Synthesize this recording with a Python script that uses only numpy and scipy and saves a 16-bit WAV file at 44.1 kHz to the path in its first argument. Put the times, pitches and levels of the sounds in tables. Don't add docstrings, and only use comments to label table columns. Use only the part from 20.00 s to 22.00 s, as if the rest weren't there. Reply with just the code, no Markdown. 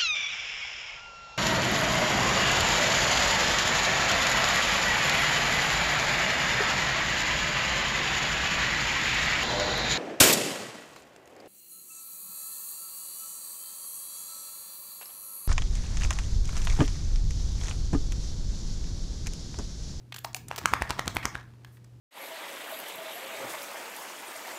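import sys
import numpy as np
from scipy import signal
from scipy.fft import rfft, irfft
from scipy.io import wavfile
from scipy.ndimage import uniform_filter1d

SR = 44100
rng = np.random.default_rng(int(sys.argv[2]) if len(sys.argv) > 2 else 0)


def dump(signal):
    limited = np.clip(np.atleast_2d(signal).T, -1, 1)
    pcm = np.round(limited * 32767).astype(np.int16)
    wavfile.write(sys.argv[1], SR, pcm)


N = 88200
T = np.arange(N) / SR

# start_s, clap_db, pitch_hz, fold_delay_ms, fold_db,
# pocket_hz, pocket_db, crack_db, sting_hz, puff_db
EAR_SLAPS = [(0.5132, -16.5, 920, 1.19, -24.5, 2650, -23.5, -35, 2400, -69),
             (0.6574, -4, 1440, 0.75, -3, 1550, -35, -12.5, 3900, -62),
             (0.7362, -9, 890, 0.87, -5.5, 1000, -32, -17.5, 2540, -42),
             (0.8211, -12, 857, 1.19, -19, 1830, -10.5, -25, 2780, -29),
             (0.9056, -23, 744, 0.97, -16, 950, -31, -20.5, 5540, -35.5),
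             (0.9938, -11.5, 850, 0.66, -17, 1900, -11.5, -23.5, 3240, -57),
             (1.0781, -25.5, 510, 1.1, -28.5, 1300, -18.5, -18.5, 4940, -45),
             (1.1674, -17, 785, 1.2, -14.5, 2130, -14, -22, 2500, -37),
             (1.2540, -21.5, 970, 0.89, -14.5, 1000, -23, -17.5, 5130, -34),
             (1.3533, -28, 864, 1.15, -21.5, 1510, -24, -39.5, 2700, -38.5)]
# freq_hz, gain_db
CRACK_EQ = [(500, -18.5), (1200, -10), (2200, 3.5), (3200, 2), (4200, -0.5), (7000, 0), (9500, -6),
            (16000, -14.5)]
def ear_slaps():
    fold_pitch_ratio, pocket_t60_s = 1.495, .008
    puff_hz, puff_s = 61, .012
    crack_lead_s, crack_decay_s = .00032, .0011
    sting_over_crack_db, sting_decay_s = 2.5, .00035
    thumps, cracks, stings = np.zeros((3, N))
    for (start, clap_db, hz, fold_delay_ms, fold_db,
         pocket_hz, pocket_db, crack_db, sting_hz, puff_db) in EAR_SLAPS:
        tip_lands = start + fold_delay_ms / 1000
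        thumps += undb(clap_db) * clap(start, hz)
        thumps += undb(fold_db) * clap(tip_lands, hz * fold_pitch_ratio)
        age = T - start
        thumps += undb(pocket_db) * ring(age, pocket_hz, pocket_t60_s / np.log(1000))
        thumps += undb(puff_db) * np.exp(-(age / puff_s) ** 2) * np.cos(2 * np.pi * puff_hz * age)
        crack_age = T - tip_lands + crack_lead_s
        cracks += undb(crack_db) * burst(noise(), (crack_age > 0) * decay(crack_age, crack_decay_s))
        stings += undb(crack_db + sting_over_crack_db) * ring(crack_age, sting_hz, sting_decay_s)
    return thumps + colour(cracks, CRACK_EQ) + stings


# start_s, level_db, hold_s, ring_hz, ring_over_crackle_db
LIP_SMACKS = [(0.122, -46, 0.0013, 1010, 5.5), (0.1230, -47, 0.0027, 2350, 10.5),
              (0.143, -37.5, 0.0028, 1960, -25), (0.1626, -38, .0025, 1750, -19),
              (0.1825, -44, 0.0029, 2910, -3.5), (0.1886, -52.5, 0.0015, 12000, 13),
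              (0.2454, -33, 0.0025, 3700, -9.5), (0.2457, -43.5, 0.0023, 804, 14),
              (0.2840, -65, 0.00083, 4440, 3), (0.3315, -50.5, 0.00056, 6200, 6),
              (0.3455, -29, .0015, 2500, -4.5), (0.3457, -37, .0015, 6590, 4.5),
              (0.365, -37, 0.0027, 800, -7), (0.483, -44.5, 0.0029, 8900, 2),
              (0.5610, -37.5, 0.0047, 13000, -12.5), (0.579, -32, 0.0037, 900, -4),
              (0.585, -34.5, 0.0042, 600, -7), (0.8943, -47, 0.00077, 5130, 11),
              (1.058, -50, 0.0023, 6440, 0), (1.148, -54.5, .004, 12240, 12.5),
              (1.228, -48, 0.0045, 2100, 10.5), (1.6470, -48.5, 0.0013, 1500, 3.5),
              (1.6473, -57, 0.0017, 3070, 7.5), (1.7700, -67.5, 0.0034, 1910, 8),
              (1.8440, -58, 0.0025, 6730, -7.5)]
# freq_hz, gain_db
SPIT_EQ = [(300, -14.5), (1000, 7), (2500, 7), (7500, 2.5), (10000, -4.5), (16000, -2)]
def lip_smacks():
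    spit, cavity = np.zeros((2, N))
    for start, db, hold_s, ring_hz, ring_db in LIP_SMACKS:
        envelope = (T > start) * decay(T - start - hold_s, decay_s=.95 * hold_s)
        tear = undb(db) * burst(crackle(clicks_per_s=7000, spread_db=6), envelope)
        spit += tear
        cavity += undb(ring_db) * np.std(tear) * unit(resonate(tear, ring_hz, q=1.06))
    return colour(spit, SPIT_EQ) + cavity


# start_s, pitch_hz, level_db, length_s
MOUTH_RINGS = [(0.244, 946, -42.5, 0.034), (0.349, 714, -45, 0.022)]
def open_mouth():
    return sum(undb(db) * burst(resonate(noise(), hz, q=9.6), swell(start, length_s))
               for start, hz, db, length_s in MOUTH_RINGS)


# start_s, level_db, length_s
LIP_FIZZES = [(0.157, -49, 0.021), (0.205, -75, .035), (0.238, -45.5, 0.026), (0.343, -46.5, 0.039),
              (1.655, -71.5, 0.065), (1.702, -65.5, 0.091)]
# freq_hz, gain_db
FIZZ_EQ = [(500, -9), (2000, -2), (5000, -8.5), (9000, 0.5), (14000, -0.5), (16000, -2)]
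def lip_fizz():
    fizz = sum(undb(db) * burst(noise(), swell(start, length_s)) for start, db, length_s in LIP_FIZZES)
    return colour(fizz, FIZZ_EQ)


# time_s, level_db
RUSTLE_RIDE = [(0, -100), (0.44, -91), (0.53, -51.5), (0.65, -51), (0.80, -48), (0.95, -48), (1.10, -52.5),
               (1.26, -47), (1.36, -56.5), (1.46, -76.5), (1.6, -78), (2, -95)]
# freq_hz, gain_db
COAT_EQ = [(100, -8), (300, -3.5), (500, 2.5), (900, 8.5), (2000, 1), (3200, -3.5), (6500, -11.5),
           (10000, -18.5), (16000, -30.5)]
def coat_rustle():
    swing_db, grain_db = 7, 5.3
    grain = unit(uniform_filter1d(noise(), size=130))
    rustle_db = np.interp(T, *np.array(RUSTLE_RIDE).T) + swing_db * head_swing(T) + grain_db * grain
    return colour(noise() * undb(rustle_db), COAT_EQ)


# time_s, level_db
FLUTTER_RIDE = [(0, -68), (0.50, -57), (0.59, -49.5), (0.73, -42.5), (0.84, -47.5), (0.98, -46),
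                (1.08, -42.5), (1.16, -44.5), (1.24, -45), (1.30, -48.5), (1.38, -62.5), (1.45, -59.5),
                (1.56, -66.5), (2, -72)]
# freq_hz, gain_db
FLUTTER_EQ = [(20, -26), (35, -20.5), (45, -3.5), (63, -10), (90, -1.5), (210, -10.5), (400, -18),
              (900, -48.5)]
# lead_s, pitch_hz, over_flutter_db
AIR_FLAPS = [(.0125, 130, 9), (0.00039, 288, 18.5)]
def stirred_air():
    swing_db, swing_lead_s = 4, .006
    ride_db = np.interp(T, *np.array(FLUTTER_RIDE).T)
    flutter = unit(colour(noise(), FLUTTER_EQ)) * undb(swing_db * head_swing(T + swing_lead_s))
    flaps = sum(undb(db) * clap(start - lead_s, hz)
                for start, *_ in EAR_SLAPS for lead_s, hz, db in AIR_FLAPS)
    return undb(ride_db) * (flutter - flaps)


# freq_hz, gain_db
REVERB_EQ = [(60, -2.5), (300, -10.5), (700, -1.5), (1500, 0.5), (3000, -1.5), (6000, 0), (10000, -5.5),
             (16000, 1.5)]
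def room_reverb(dog):
    send_db, build_s = -12, .014
    low_t60_s, treble_t60_s, split_hz = .31, .25, 3730
    low = signal.sosfilt(signal.butter(2, split_hz, fs=SR, output="sos"), noise())
    treble = signal.sosfilt(signal.butter(2, split_hz, "high", fs=SR, output="sos"), noise())
    tail = low * undb(-60 * T / low_t60_s) + treble * undb(-60 * T / treble_t60_s)
    tail *= 1 - np.exp(-(T / build_s) ** 2)
    response = colour(tail / np.linalg.norm(tail), REVERB_EQ)
    return undb(send_db) * signal.fftconvolve(dog, response)[:N]


# freq_hz, gain_db
ROOM_TONE_EQ = [(25, -9), (70, 6.5), (170, 2), (350, -3.5), (700, -14), (2000, -22.5), (4500, -24.5),
                (9000, -30.5), (15000, -35)]
def room_tone():
    hum_hz, hum_db, third_db, bed_db = 120, -50.5, -74.5, -59.5
    phase = 2 * np.pi * hum_hz * T
    hum = np.sqrt(2) * (undb(hum_db) * np.sin(phase) + undb(third_db) * np.sin(3 * phase))
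    return hum + undb(bed_db) * unit(colour(noise(), ROOM_TONE_EQ))


def head_swing(t):
    slap_count = np.interp(t, np.array(EAR_SLAPS)[:, 0], np.arange(len(EAR_SLAPS)))
    return np.cos(2 * np.pi * slap_count)


def clap(centre_s, hz):
    u = np.minimum((np.pi * hz * (T - centre_s)) ** 2, 100)
    return (2 * u - 1) * np.exp(-u)


def crackle(clicks_per_s, spread_db):
    clicks = (rng.random(N) < clicks_per_s / SR) * np.sign(noise())
    return unit(clicks * undb(spread_db * noise()))


def ring(age, hz, decay_s):
    return np.sin(2 * np.pi * hz * np.maximum(age, 0)) * decay(age, decay_s)


def decay(age, decay_s):
    return np.exp(-np.clip(age / decay_s, 0, 70))


def swell(start_s, length_s):
    return np.sin(np.pi * np.clip((T - start_s) / length_s, 0, 1))


def burst(grains, envelope):
    return unit(grains * envelope) * np.sqrt(np.mean(envelope ** 2))


def resonate(x, hz, q):
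    b, a = signal.iirpeak(hz, q, fs=SR)
    twice = lambda v: signal.lfilter(b, a, signal.lfilter(b, a, v + 1e-18))
    return twice(x) / np.linalg.norm(twice(signal.unit_impulse(N // 20)))


def colour(x, eq):
    hz, db = np.array(eq).T
    bin_hz = np.arange(N // 2 + 1) * SR / N
    gain = unit(undb(np.interp(np.log(bin_hz + 1), np.log(hz), db)))
    cepstrum = irfft(np.log(gain), N)
    cepstrum[1:N // 2] *= 2
    cepstrum[N // 2 + 1:] = 0
    response = irfft(np.exp(rfft(cepstrum)), N)[:N // 8]
    return signal.fftconvolve(x, response)[:N]


def noise():
    return rng.standard_normal(N)


def undb(db):
    return 10 ** (np.asarray(db) / 20)


def unit(x):
    return x / np.sqrt(np.mean(x ** 2))


def scene():
    dog = ear_slaps() + lip_smacks() + open_mouth() + lip_fizz() + coat_rustle() + stirred_air()
    return (dog + room_reverb(dog) + room_tone())[None]


def record(dry):
    low_cut_hz, high_cut_hz = 37, 15350
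    lean = signal.sosfilt(signal.butter(4, low_cut_hz, "high", fs=SR, output="sos"), dry)
    return signal.sosfilt(signal.ellip(8, .2, 70, high_cut_hz, fs=SR, output="sos"), lean)


dry = scene()
out = record(dry)
dump(out)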